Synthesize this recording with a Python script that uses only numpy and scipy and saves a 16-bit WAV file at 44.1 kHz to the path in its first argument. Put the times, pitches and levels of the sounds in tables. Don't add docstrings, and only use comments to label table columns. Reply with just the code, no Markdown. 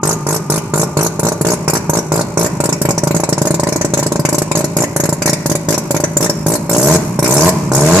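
import sys
import numpy as np
from scipy import signal
from scipy.fft import rfft, irfft, next_fast_len
from scipy.io import wavfile
from scipy.ndimage import uniform_filter1d

SR = 44100
rng = np.random.default_rng(int(sys.argv[2]) if len(sys.argv) > 2 else 0)


def master(y):
    cut = np.clip(np.atleast_2d(y).T, -1, 1)
    pcm = np.round(cut * 32767)
    wavfile.write(sys.argv[1], SR, pcm.astype(np.int16))


N = 352797
TIME = np.arange(N) / SR

# frequency in Hz, spectral level in dB.
JET_SPECTRUM = [(700, -12), (1500, -3.5), (2300, -4), (3300, -15.5), (4200, -5), (5400, 2.5), (6900, 7.5),
                (8200, 3.5), (9500, -4), (11000, 0.5), (13000, -5)]


def undb(db):
    return 10 ** (np.asarray(db) / 20)


def unit(x):
    return x / np.sqrt(np.mean(x ** 2))


def curves(table):
    seconds, *columns = np.transpose(table)
    return [np.interp(TIME, seconds, column) for column in columns]


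def colour(x, points):
    hz, db = np.transpose(points)
    size = next_fast_len(x.shape[-1], True)
    f = np.fft.rfftfreq(size, 1 / SR) + 1e-3
    gain = undb(np.interp(np.log(f), np.log(hz), db))
    return irfft(rfft(x, size) * gain, size)[..., :x.shape[-1]]


def resonance(f, hz, width):
    return 1 / (1 + 1j * (f / hz - hz / f) * hz / width)


def ring(x, response):
    return signal.fftconvolve(x, response)[:N]


def walk(rate):
    hold = int(SR / rate)
    steps = np.repeat(rng.standard_normal(N // hold + 1), hold)
    return 1.14 * uniform_filter1d(uniform_filter1d(steps, hold), hold)[:N]


def strikes(times, db):
    return np.bincount(np.clip(times * SR, 0, N).astype(int), undb(db), N + 1)[:N]


def gush(pulses, lag_ms, rise_ms, decay_ms):
    ms = np.maximum(np.arange(SR // 10) * 1000 / SR - lag_ms, 0)
    return ring(pulses, (1 - np.exp(-ms / rise_ms)) * np.exp(-ms / decay_ms))


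def port_openings(first, last, count, spin_hz_per_s):
    t = np.linspace(0, last - first, count)
    mean_rate = max(count - 1, 1) / max(last - first, 1e-3)
    return first + t + spin_hz_per_s * t * (last - first - t) / (2 * mean_rate)


def engine_bay(pulses, bed_db=-33, flutter_db=1.45):
    # frequency in Hz, spectral level in dB.
    bay_spectrum = [(25, 6), (50, 14), (85, 22), (160, 35.5), (300, 20.5), (600, -22), (780, 12),
                    (1000, 16.5), (1700, -8), (2400, 2), (3400, -17), (6500, -75.5), (9500, -43.5),
                    (13000, -90.5)]
    stereo_width = [(60, -31), (200, -23.5), (700, -11), (1300, -1), (2500, -4)]
    mid = colour(rng.standard_normal(N), bay_spectrum)
    side = colour(colour(rng.standard_normal(N), bay_spectrum), stereo_width)
    throb = 1 + gush(pulses, lag_ms=0.46, rise_ms=0.53, decay_ms=34)
    return unit(np.array([mid + side, mid - side])) * throb * undb(bed_db + flutter_db * walk(26))


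def gears(width_hz=70, lower_db=-2, mesh_ratio=0.73):
    # time in seconds, pitch in Hz, level in dB.
    whine = [(0, 1230, -35), (1.1, 1191, -37), (2.3, 1134, -46), (4, 1013, -56), (5, 980, -61)]
    hz, db = curves(whine)
    phase = 2 * np.pi * np.cumsum(hz) / SR
    upper, lower = (np.real((walk(width_hz) + 1j * walk(width_hz)) * np.exp(1j * ratio * phase))
                    for ratio in (1, mesh_ratio))
    return (upper + undb(lower_db) * lower) * undb(db)


def misfires(bang_times, rates, idle_hz=52, db_per_doubling=8, lull_db=10):
    rows = []
    gaps = zip(np.r_[-0.025, bang_times[:-1]], bang_times, np.r_[rates[0], rates[:-1]], rates)
    for first, last, from_hz, to_hz in gaps:
        faces = round((last - first) * (from_hz + to_hz) / 2)
        times = port_openings(first, last, faces + 1, (to_hz - from_hz) / (last - first))[1:-1]
        for t in times:
            rate = np.interp(t, [first, last], [from_hz, to_hz])
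            db = db_per_doubling * np.log2(rate / idle_hz)
            rows.append((t, db - lull_db * (t == times[-1])))
    return np.array([row for row in rows if row[0] > 0])


def wash(puffs, wash_db=-42):
    noise = colour(rng.standard_normal((2, N)), JET_SPECTRUM)
    return unit(noise * gush(puffs, lag_ms=1.6, rise_ms=4.2, decay_ms=6.2)) * undb(wash_db)


def surges(kick_hz=3.2, drag_hz=1.6, load_s=0.052, load_bang_db=3.5, load_hiss_db=4, hiss_trim_db=-2.32):
    # start in seconds, starting face rate in Hz, pops before the catch, bangs in the catch,
    # pops after it, hiss offset in dB.
    idle_surges = [(0.032, 47.6, 0, 6, 0, 0), (0.2665, 47.5, 0, 6, 0, -1), (0.4997, 47.7, 0, 5, 0, 0),
                   (0.737, 48.0, 0, 6, 0, -1), (0.9699, 48.6, 0, 6, 0, -1), (1.1933, 52.8, 1, 4, 1, -1),
                   (1.411, 53.1, 1, 6, 0, 0), (1.679, 51.3, 0, 2, 0, 2), (1.7344, 54.7, 0, 3, 0, 0),
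                   (1.8955, 52.2, 1, 4, 0, -2), (2.1194, 50.1, 0, 6, 0, -2), (2.3736, 52.1, 0, 6, 0, -1),
                   (2.6027, 56.0, 1, 2, 2, 1), (2.8153, 54.7, 2, 2, 0, 1), (2.9786, 54.0, 0, 1, 0, 2),
                   (3.0348, 54.1, 3, 2, 2, -1), (3.29, 55.8, 1, 1, 0, -1), (3.3797, 54.6, 2, 2, 2, -1),
                   (3.5962, 54.3, 2, 2, 2, -2), (3.8117, 57.0, 1, 1, 0, 1), (3.9366, 54.0, 1, 2, 2, 0),
                   (4.12, 53.8, 2, 1, 0, -3), (4.2507, 52.7, 2, 2, 2, 0), (4.514, 51.9, 1, 4, 1, -1),
                   (4.767, 52.7, 0, 5, 0, 0), (4.9625, 54.1, 2, 2, 2, 0), (5.2198, 52.6, 1, 3, 1, 2),
                   (5.459, 52.8, 1, 2, 1, 1), (5.6857, 50.3, 0, 4, 1, 0), (5.9073, 52.5, 1, 2, 2, -1),
                   (6.1682, 52.2, 1, 4, 1, 1), (6.4635, 51.1, 0, 6, 0, 0), (7.1903, 53.0, 0, 1, 0, 1)]
    # time in seconds, relative level in dB.
    idle_fader = [(0, -6), (0.8, -5), (1.5, -3), (2.8, -2.5), (4.2, -3), (6.6, -4)]
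    rows = []
    for first, rate, before, caught, after, hiss_db in idle_surges:
        faces = np.repeat([2, 1, 2], [before, caught - 1, after])
        rates = rate + np.cumsum(np.r_[0, kick_hz - drag_hz * faces])
        times = first + np.cumsum(np.r_[0, faces / rates[1:]])
        rows += [(t, hz, hiss_db) for t, hz in zip(times, rates)]
    times, rates, hiss_db = np.transpose(rows)
    load = 1 - np.exp(-np.diff(times, prepend=-1) / load_s)
    bang_db = np.interp(times, *np.transpose(idle_fader)) + load_bang_db * load
    return np.c_[times, rates, bang_db, hiss_db + hiss_trim_db + load_hiss_db * load]


def heat(times, bang_times, cooling_s=0.14):
    age = times[:, None] - bang_times
    return np.sum((age > 0) * np.exp(-np.abs(age) / cooling_s), axis=1)


def hollow(f, facing):
    # frequency in Hz, width in Hz, gain ahead in dB, gain abreast in dB.
    mode_beams = [(279, 71, -5, 3), (428, 38, 5.5, -1.5), (597, 72, -3, 4)]
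    hz, width, ahead_db, abreast_db = np.transpose(mode_beams)[:, :, None]
    gain = undb(ahead_db + (abreast_db - ahead_db) * facing)
    return np.prod(1 + (gain - 1) * resonance(f, hz, width), axis=0)


def exhaust(times, level_db, warmth, edge_hz, abreast, leak_hz, wander, uneven_db, size=3072):
    # nominal frequency in Hz, width in Hz, gain in dB.
    pipe_modes = [(90, 31, 8.5), (145.6, 27.6, 15), (232.5, 26, -3.5), (287, 94, -0.5), (397, 127, -4),
                  (591.5, 59.5, 1.5), (980, 13.3, 7.5), (1469, 39, 23), (1472, 965, 8)]
    hz, width, db = np.transpose(pipe_modes)[:, :, None]
    f = np.fft.rfftfreq(size, 1 / SR) + 1e-3
    lead = size // 32
    out = np.zeros(N + 2 * size)
    chance = rng.standard_normal((len(times), 2, len(pipe_modes), 1))
    for t, gain, warm, edge, (detune, swell) in zip(times, undb(level_db), warmth, edge_hz, chance):
        start = int(t * SR)
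        tuning = 0.941 + 0.017 * warm
        low_cut_hz = leak_hz * (1 + 0.057 * warm)
        modes = resonance(f, hz * (tuning + wander * detune), width)
        pipe = np.sum(undb(db + uneven_db * swell) * modes, axis=0)
        pulse = np.exp(-0.5 * (f / edge) ** 2) * (1j * f / (1j * f + low_cut_hz)) ** 2
        beam = hollow(f / tuning, abreast[start])
        out[start:start + size] += gain * np.roll(irfft(pipe * pulse * beam), lead)
    return out[lead:lead + N]


def turbulence(bangs, roar_db=-31):
    spectrum = [(60, -28), (200, -1), (620, -7), (780, -3), (1000, 15), (1250, -10), (1480, 6.5),
                (1800, -2), (2600, -21.5), (3400, -21), (8000, -30)]
    roar = rng.standard_normal(N) * gush(bangs, lag_ms=0.3, rise_ms=0.18, decay_ms=3.8)
    return unit(colour(roar, spectrum)) * undb(roar_db)


def rasp(times, level_db, warmth, facing, rasp_db=-38, hot_db=2, ahead_db=3):
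    spectrum = [(400, -26), (1400, 3), (2400, 1), (3300, -3), (4400, 4.5), (7000, -34), (13000, -27)]
    accent_db = level_db + ahead_db * (1 - facing) + hot_db * warmth
    snap = gush(strikes(times, accent_db), lag_ms=0.12, rise_ms=0.27, decay_ms=2.3)
    noise = colour(rng.standard_normal((2, N)), spectrum)
    return unit(noise * snap) * undb(rasp_db)


def jet(times, level_db, jet_db=-14, patchy_db=5.5, patch_hz=600, tilt_db=4, size=4096):
    f = np.fft.rfftfreq(size, 1 / SR)
    knots = np.arange(0, SR / 2, patch_hz)
    envelope = gush(np.ones(1), lag_ms=0.75, rise_ms=1, decay_ms=9.55)[:size]
    out = np.zeros((2, N + size))
    noise = unit(colour(rng.standard_normal((2, N + size)), JET_SPECTRUM))
    for t, db, chance in zip(times, level_db, rng.standard_normal((len(times), 128))):
        start = int(t * SR)
        tint_db = patchy_db * np.interp(f, knots, chance[:len(knots)])
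        tint_db += tilt_db * chance[-1] * (f / 7000 - 1)
        burst = irfft(rfft(noise[:, start:start + size]) * undb(db + jet_db + tint_db))
        out[:, start:start + size] += burst * envelope
    return out[:, :N]


def beamed(hiss, split_hz=9500, body_pan_db=0.8, top_pan_db=-3.5):
    # time in seconds, gain below the split in dB, above it in dB.
    jet_aim = [(0, 1, 2), (1.3, 1, 1.5), (2.6, 2, 0), (3.4, 2.5, -1.5), (4.4, 2.5, -1), (5.3, 2.5, 2),
               (6.4, 1.5, 4), (7.3, 0.5, 3), (8, 0.5, -5)]
    body_db, top_db = curves(jet_aim)
    top = signal.sosfiltfilt(signal.butter(4, split_hz, "high", fs=SR, output="sos"), hiss)
    sides = np.array([[0.5], [-0.5]])
    return (hiss - top) * undb(body_db + sides * body_pan_db) + top * undb(top_db + sides * top_pan_db)


def grandstand(x, near_db=-14, near_t60=0.066, far_db=-15, far_t60=0.86):
    # frequency in Hz, gain in dB.
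    echo_spectrum = [(50, -32), (160, -9), (350, 6.5), (600, 6.5), (1100, 4), (2500, 5.5), (6000, -4.5),
                     (13000, -13.5)]
    stereo_width = [(150, -41), (300, -5), (600, -12.5), (1200, -4.5), (2500, 2)]
    t = np.arange(SR) / SR
    responses = 0
    for db, t60, lag_s in ((near_db, near_t60, 0.004), (far_db, far_t60, 0.025)):
        fade = (t > lag_s) * np.exp(-np.log(1000) * t / t60)
        fade /= np.sqrt(np.sum(fade ** 2))
        mid, side = colour(rng.standard_normal((2, SR)), echo_spectrum) * fade
        side = colour(side, stereo_width)
        responses = responses + undb(db) * np.array([mid + side, mid - side])
    return np.array([ring(x, response) for response in responses])


def blips(spin_hz_per_s=128, start_db=-2.25, climb_db=4.5, hiss_start_db=0.4, hiss_fall_db=1):
    # first and last bang in seconds, number of bangs, bang offset in dB,
    # hiss offset in dB.
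    throttle_blips = [(6.6943, 6.9584, 19, 0, 0), (7.2258, 7.4897, 20, 0, 1), (7.7175, 7.9966, 23, 1, 0)]
    rows = []
    for first, last, count, bang_offset, hiss_offset in throttle_blips:
        times = port_openings(first, last, count, spin_hz_per_s)
        progress = np.linspace(0, 1, count)
        bang_db = bang_offset + start_db + climb_db * progress
        hiss_db = hiss_offset + hiss_start_db - hiss_fall_db * progress
        rows.append(np.c_[times, 1 / np.gradient(times), bang_db, hiss_db])
    return np.vstack(rows)


def scene(bang_gain_db=35.5, puff_gain_db=26, edge_ahead_hz=527, edge_abreast_hz=453, puff_edge_hz=290):
    # time in seconds, left ear's lag in milliseconds.
    bearing = [(0, .11), (2.7, .14), (4.5, .08), (6, 0), (8, .05)]
    # time in seconds, share from 0 (ahead) to 1 (abreast).
    pipe_angle = [(0, 0.06), (1.0, 0.15), (2.6, 0.62), (3.6, 0.86), (6.2, 1), (6.8, 0.86), (8, 0.42)]
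    lag_ms, = curves(bearing)
    abreast, = curves(pipe_angle)

    firings = np.vstack([surges(), blips()])
    times, rates, bang_db, hiss_db = firings[np.argsort(firings[:, 0])].T
    puff_times, puff_db = misfires(times, rates).T
    bang_scatter, hiss_scatter = rng.standard_normal((len(times), 2)).T
    bang_db = bang_db + 0.5 * bang_scatter
    hiss_db = hiss_db + 0.88 * hiss_scatter
    puff_db = puff_db + 0.5 * rng.standard_normal(len(puff_times))
    bangs, puffs = strikes(times, bang_db), strikes(puff_times, puff_db)

    warmth, facing = heat(times, times), np.interp(times, TIME, abreast)
    edge_hz = edge_ahead_hz + (edge_abreast_hz - edge_ahead_hz) * facing
    pipe = exhaust(times, bang_gain_db + bang_db, warmth, edge_hz, abreast,
                   leak_hz=190, wander=0.013, uneven_db=2.4)
    pipe += turbulence(bangs)
    puff_edges = np.full(len(puff_times), puff_edge_hz)
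    pipe += exhaust(puff_times, puff_gain_db + puff_db, heat(puff_times, times), puff_edges, abreast,
                    leak_hz=235, wander=0.0036, uneven_db=1.1)
    hiss = beamed(wash(puffs) + jet(times, hiss_db)) + rasp(times, bang_db, warmth, facing)
    direct = np.array([np.interp(TIME - lag_ms / 1000, TIME, pipe), pipe])
    return direct + hiss + grandstand(pipe + hiss[0]) + engine_bay(bangs + puffs) + gears()


def record(dry, top_hz=13200):
    rounded = dry / (1 + dry ** 6) ** (1 / 6)
    return signal.sosfilt(signal.ellip(8, 0.2, 70, top_hz, fs=SR, output="sos"), rounded)


dry = scene()
out = record(dry)
master(out)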